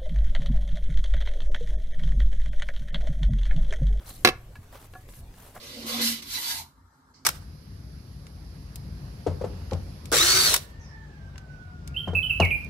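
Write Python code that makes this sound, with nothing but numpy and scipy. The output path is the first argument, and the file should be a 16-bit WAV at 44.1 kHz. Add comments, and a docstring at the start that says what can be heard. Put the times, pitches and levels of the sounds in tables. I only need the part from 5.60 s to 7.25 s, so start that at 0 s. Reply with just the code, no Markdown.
"""In a kitchen with a wood oven, a metal pizza peel slides twice over a steel ledge, then brushes it once.
Random clicks of grit are filtered into a rasp and a treble hiss, and they ring the blade's high modes.
Grit also rings the ledge's lower modes, and a wavering sine makes it sing while the blade presses.
Filtered noise gives the air and rumble behind, with two soft thumps; two microphone ports hear it all."""
import sys
import numpy as np
from scipy import signal
from scipy.fft import rfft, irfft
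from scipy.io import wavfile
from scipy.ndimage import uniform_filter1d

SR = 44100
rng = np.random.default_rng(int(sys.argv[2]) if len(sys.argv) > 2 else 0)


def to_wav(sig):
    """Store sig (one row per channel, or 1-D mono) as 16-bit WAV at the path in sys.argv[1].

    Samples outside -1..1 are clipped; the rate is SR.
    """
    pcm = np.clip(np.atleast_2d(sig), -1, 1) * 32767
    pcm = np.round(pcm).astype(np.int16)
    wavfile.write(sys.argv[1], SR, pcm.T)  # frames by channels


N = 72765  # samples, 1.65 s


def gain_of(db):
    """Decibels to amplitude gain."""
    return 10 ** (np.asarray(db) / 20)


def evened(x):
    """Scales to rms 1."""
    return x / np.sqrt(np.mean(x ** 2) + 1e-20)


def read(points, hz):
    """Reads a spectrum table along a log-frequency axis."""
    f, value = np.transpose(points)
    return np.interp(np.log(hz + 1), np.log(f + 1), value)


def curves(rows):
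    """Turns every column of a time table into one value per sample."""
    t, *columns = np.transpose(rows)
    return [np.interp(np.arange(N) / SR, t, column) for column in columns]


def colour(x, points):
    """Filters by a dB spectrum, silent up to its first point, at rms 1."""
    size = N + SR // 10
    hz = np.fft.rfftfreq(size, 1 / SR)
    gain = gain_of(read(points, hz)) * (hz > points[0][0])
    return evened(irfft(rfft(x, size) * gain, size)[:N])


def ring(x, hz, width_hz):
    """One resonant mode, fixed or gliding, driven by x, at rms 1."""
    turn = np.exp(2j * np.pi * np.cumsum(hz * np.ones(N)) / SR)
    pole = np.exp(-np.pi * abs(width_hz) / SR)
    # shift the mode down to 0 Hz, smooth there, then shift back up
    return evened((turn * signal.lfilter([1], [1, -pole], x / turn)).real)


WANDER_S = .03


def wander():
    """Random drift of rms 1: noise smoothed twice."""
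    size = max(round(WANDER_S * SR), 2)
    return evened(uniform_filter1d(uniform_filter1d(rng.standard_normal(N), size), size))


PATCH_DB = 3  # rms


def patchy(x):
    """Random louder and softer patches in time and frequency, at rms 1."""
    z = signal.stft(x, nperseg=512)[2]
    patches = uniform_filter1d(rng.standard_normal(z.shape), 5, 0)  # along frequency
    patches = uniform_filter1d(patches, 7, 1)  # along time
    return evened(signal.istft(z * gain_of(PATCH_DB * evened(patches)), nperseg=512)[1][:N])


def decay(start, rise, hold, t60):
    """Attack, hold and release envelope, all times in seconds."""
    t = np.arange(N) / SR - start
    return np.clip(t / rise, 0, 1) * gain_of(-60 * np.maximum(t - rise - hold, 0) / t60)


GRIT_PER_S, GRIT_SPREAD_DB = 14000, 0  # mean click rate; a spread of 0 dB makes all clicks equal


def grit():
    """Grit under the metal as dense tiny clicks of random sign."""
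    size = gain_of(GRIT_SPREAD_DB * np.minimum(rng.exponential(1, N), 5))
    sign = np.sign(rng.standard_normal(N))
    hits = rng.random(N) < GRIT_PER_S / SR
    return evened(size * sign * hits)


AIR_DB, AIR_DRIFT_DB = -63.5, 1.1
# Colour of kitchen air and fire: (frequency [Hz], relative density [dB per Hz])
AIR_COLOUR = [(100, -52), (170, -28.5), (270, -7), (302, -22.5), (338, -21.5), (455, -23.5), (690, -28),
              (905, -15), (1650, -20.5), (2500, -43.5), (4150, -33.5), (14400, -42)]


def air():
    """Quiet kitchen air and fire: patchy coloured noise, its level drifting a little."""
    return gain_of(AIR_DB + AIR_DRIFT_DB * wander()) * patchy(colour(rng.standard_normal(N), AIR_COLOUR))


# Oven and kitchen rumble over time: (time [s], hum level [dB], roar level [dB])
RUMBLE_LEVELS = [(0.0, -57, -54.5), (0.45, -58, -53), (1.074, -60, -59), (1.106, -66, -61.5),
                 (1.289, -61, -73), (1.388, -83, -67), (1.474, -71, -63.5), (1.65, -64, -63)]
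# Resonances of the hum, then of the roar: (frequency [Hz], half the width of each pass [Hz], level [dB])
RUMBLE_MODES = [
    [(55, 9, 0)],
    [(87, 12, 0), (135, 30, -1)],
]


def rumble():
    """Noise rings a low hum and an uneven roar of two resonances above it."""
    noise = rng.standard_normal(N)
    total = 0
    for level_db, modes in zip(curves(RUMBLE_LEVELS), RUMBLE_MODES):
        # each resonance is rung twice for steeper skirts
        band = sum(gain_of(db) * ring(ring(noise, hz, 2 * w), hz, 2 * w) for hz, w, db in modes)
        total = total + gain_of(level_db) * evened(band)
    return total


THUMP_HZ, THUMP_S = 87.96, 0.037
# Soft low thumps: (time [s], peak level [dB])
THUMPS = [(1.005, -48), (1.245, -53.5)]


def thumps():
    """Soft bell-shaped swells of one low tone."""
    t = np.arange(N) / SR
    swells = sum(gain_of(db) * np.exp(-((t - s) / THUMP_S) ** 2) for s, db in THUMPS)
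    return swells * np.sin(2 * np.pi * THUMP_HZ * t)


CHATTER_HZ, CHATTER_WAVER, CHATTER_FLUTTER_DB = 230, .012, 2.5  # waver is a share of the pitch
# How the ledge sounds over time: (time [s], chatter tone level [dB], lowest ring level [dB],
# low ring level [dB], middle ring level [dB], upper ring level [dB], upper ring centre [Hz])
LEDGE = [(0.0, -55, -58, -50.5, -65, -60, 1090), (0.102, -75, -53.5, -58.5, -75, -57, 1106),
         (0.184, -46, -53, -47.5, -58.5, -67, 1050), (0.248, -41, -42.5, -55.5, -64.5, -52, 1100),
         (0.308, -49, -54.5, -43, -54.5, -45, 1040), (0.37, -35.5, -53, -48.5, -45.5, -42.5, 1100),
         (0.41, -36.5, -36.5, -41.5, -59, -44, 960), (0.464, -32, -53, -58, -55, -48, 1010),
         (0.604, -55, -56.5, -64, -81, -63, 1070), (0.708, -63, -58.5, -86, -69, -59.5, 980),
         (0.782, -65, -52.5, -59, -68, -47.5, 977), (1.012, -61.5, -63.5, -77, -58, -48.5, 916),
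         (1.12, -77, -69.5, -82, -99, -73, 1000)]
# Closing row of the same table, same columns
LEDGE_END = (1.2, -95, -95, -95, -95, -95, 900)


def chatter():
    """The ledge sings one low, nearly pure, wavering tone while the blade presses on it."""
    turns = np.cumsum(CHATTER_HZ * (1 + CHATTER_WAVER * wander())) / SR + rng.random()
    level_db = curves(LEDGE + [LEDGE_END])[0] + CHATTER_FLUTTER_DB * wander()
    return np.sqrt(2) * gain_of(level_db) * np.sin(2 * np.pi * turns)


UPPER_WIDTH_HZ, UPPER_WAVER = 210, .025  # waver is a share of the pitch
# Modes of the lowest, low and middle ring: (frequency [Hz], first-pass width [Hz], level [dB])
LEDGE_MODES = [
    [(272, 16, 0), (345, 70, -4)],
    [(490, 35, 0), (555, 40, -2)],
    [(726, 30, 0)],
]


def ledge():
    """Grit rings the lower modes of the ledge; the upper ring shifts with the contact point."""
    drive = grit()
    _, *rings_db, upper_db, upper_hz = curves(LEDGE + [LEDGE_END])
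    steady = 0
    for level_db, modes in zip(rings_db, LEDGE_MODES):
        # the second pass, four times wider, steepens the skirts
        band = sum(gain_of(db) * ring(ring(drive, hz, w), hz, 4 * w) for hz, w, db in modes)
        steady = steady + gain_of(level_db) * evened(band)
    upper_hz = upper_hz * (1 + UPPER_WAVER * wander())
    upper = ring(ring(drive, upper_hz, UPPER_WIDTH_HZ), upper_hz, UPPER_WIDTH_HZ)
    return steady + gain_of(upper_db) * upper


BRUSH_S, BRUSH_DB, BRUSH_RISE_S, BRUSH_HOLD_S, BRUSH_T60_S = 1.537, -59, .007, .025, .3
DRONE_DB, DRONE_HZ, DRONE_WIDTH_HZ, DRONE_RISE_S = -62, 261, 18, 0.039
# Colour of the last light brush: (frequency [Hz], relative density [dB per Hz])
BRUSH_COLOUR = [(1500, -69), (2000, -3.5), (2500, -13.5), (3600, -16), (4600, 3.5), (6000, -3.5),
                (8000, -13), (10000, -64)]


def brush():
    """A light touch: a short rasp of grit, while a low ledge mode swells in more slowly and holds."""
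    envelope = decay(BRUSH_S, BRUSH_RISE_S, BRUSH_HOLD_S, BRUSH_T60_S)
    rasp = gain_of(BRUSH_DB) * envelope * colour(grit(), BRUSH_COLOUR)
    drone = ring(grit(), DRONE_HZ, DRONE_WIDTH_HZ)
    return rasp + gain_of(DRONE_DB) * decay(BRUSH_S, DRONE_RISE_S, 1, 1) * drone


GRIT_DB, HISS_DB, HISS_FROM_HZ = -5, -0.5, 6500  # rasp level, trim on the treble column, split point
BLADE_DB, BLADE_WIDTH_HZ = -23.5, 75  # level of each mode outside the bites
BEND, WANDER_DB = .004, 3  # drift of each mode: share of its pitch, and level
BITE_S, BITE_WIDTH_HZ = .025, 220  # reach of a bite in time and pitch
TICK_S, TICK_DB, TICK_T60_S = .6235, -37, .08
# The two slides over time: (time [s], scrape level [dB], treble boost before trim [dB])
STROKE = [(0, -46.5, -1), (.04, -41, 0), (.17, -39.5, -2), (.255, -40.5, 0), (.268, -35.5, 7),
          (.295, -29, 2), (.36, -31, 4), (.404, -28, -5.5), (.416, -23.5, 4.5), (.458, -25, 9),
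          (.49, -25.5, 6.5), (.515, -29, 9.5), (.6, -39, -5.5), (.62, -51, -1), (.66, -44, 6.5),
          (.71, -34, 2.5), (.74, -30, 7.5), (.762, -29, 2), (.795, -35.5, 11.5), (.836, -31, 4.5),
          (.896, -30, 8.5), (.918, -30.5, 9.5), (.96, -34, 7), (.99, -37, 12.5), (1.03, -44, 5.5),
          (1.075, -76, 8), (1.16, -102, 8)]
# Broad colour of the grit: (frequency [Hz], relative density [dB per Hz])
GRIT_COLOUR = [(1200, -40), (1450, -6), (1600, -22.5), (2000, -4), (2400, -4.5), (2800, -7), (4300, 1),
               (6000, -7), (8300, -10.5), (12800, -8), (14400, -7.5)]
# Modes of the blade: frequency [Hz]
BLADE_HZ = [1670, 2010, 2780, 3050, 3490, 3680, 3960, 4200, 4570, 4735, 5390, 5750, 6460]
# The blade bites and modes near one pitch flare up: (time [s], frequency [Hz], rise [dB])
BITES = [(.29, 4500, 9), (.335, 3490, 8), (.39, 3680, 13), (.43, 2010, 11), (.46, 4200, 13),
         (.46, 5390, 14), (.475, 2780, 13), (.70, 4500, 14), (.76, 4030, 17), (.79, 2010, 11),
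         (.87, 4570, 13), (.905, 5750, 15), (.895, 3490, 13), (.915, 4700, 17), (.925, 1670, 13),
         (1.0, 4200, 19)]


def scrape():
    """Grit gives a rasp, a treble hiss, the blade's ringing modes and one short tick."""
    level_db, treble_db = curves(STROKE + [(1.3, -120, 0)])
    drive, t = grit(), np.arange(N) / SR
    broad = patchy(colour(drive, GRIT_COLOUR))
    highpass = signal.butter(2, HISS_FROM_HZ, "high", fs=SR, output="sos")
    hiss = signal.sosfiltfilt(highpass, broad)
    out = gain_of(GRIT_DB) * (broad - hiss + hiss * gain_of(treble_db + HISS_DB))
    for hz in BLADE_HZ:
        bite_db = sum(db * np.exp(-((hz - f) / BITE_WIDTH_HZ) ** 2 - ((t - s) / BITE_S) ** 2)
                      for s, f, db in BITES)
        mode = ring(drive, hz * (1 + BEND * wander()), BLADE_WIDTH_HZ)
        out += gain_of(BLADE_DB + bite_db + WANDER_DB * wander()) * mode
    tick = gain_of(TICK_DB) * decay(TICK_S, 0.00048, 0, TICK_T60_S) * broad
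    return gain_of(level_db) * out + tick


ROOM_T60_S, ROOM_DB = 0.27, -11.5


def room(x):
    """Adds reverberation: a short decaying noise tail starting after 5 ms."""
    t = np.arange(SR // 2) / SR
    tail = rng.standard_normal(len(t)) * gain_of(-60 * t / ROOM_T60_S) * (t > .005)
    return x + gain_of(ROOM_DB) * signal.fftconvolve(x, tail / np.linalg.norm(tail))[:N]


SCATTER_RAD, SCATTER_FROM_HZ, SCATTER_S = 2.2, 600, .002  # phase depth, onset, longest ripple delay
SIDE_DB = -19
# Likeness of the two ports: (frequency [Hz], shared amplitude [0 to 1])
SAME = [(60, .98), (400, .95), (750, .5), (1500, .45), (5000, .5), (14000, .4)]
# Level balance of the two ports: (frequency [Hz], left minus right [dB])
LEAN = [(60, 3), (130, -3.5), (290, -2), (630, 1), (1370, 2), (2990, -6), (6550, -1.5), (14300, 1.5)]


def scene():
    """Two microphone ports hear a shared sound plus an unrelated share, shifted in phase and level."""
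    size = N + SR // 10
    hz = np.fft.rfftfreq(size, 1 / SR)
    # two independent draws of the same layers, blended below
    a, b = (rfft(room(scrape() + ledge() + brush()) + air(), size) for _ in "ab")
    bass = rfft(chatter() + rumble() + thumps(), size)
    side = rfft(gain_of(SIDE_DB) * rumble(), size)  # opposite polarity in the two ports
    same, lean = read(SAME, hz), gain_of(read(LEAN, hz) / 2)
    ripples = rng.random((12, 2))
    scatter = evened(sum(np.cos(2 * np.pi * (hz * SCATTER_S * d + p)) for d, p in ripples))
    phase = SCATTER_RAD * scatter * hz ** 2 / (hz ** 2 + SCATTER_FROM_HZ ** 2)
    right = (same * a + np.sqrt(1 - same ** 2) * b) * np.exp(1j * phase)
    ports = np.array([(a + bass + side) * lean, (right + bass - side) / lean])
    return irfft(ports, size)[:, :N]


EDGE_HZ = 14350


def record(dry):
    """Limits the band with a steep linear-phase lowpass."""
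    lowpass = signal.firwin(511, EDGE_HZ, window=("kaiser", 9), fs=SR)
    return signal.oaconvolve(dry, lowpass[None], "same")


dry = scene()
out = record(dry)
to_wav(out)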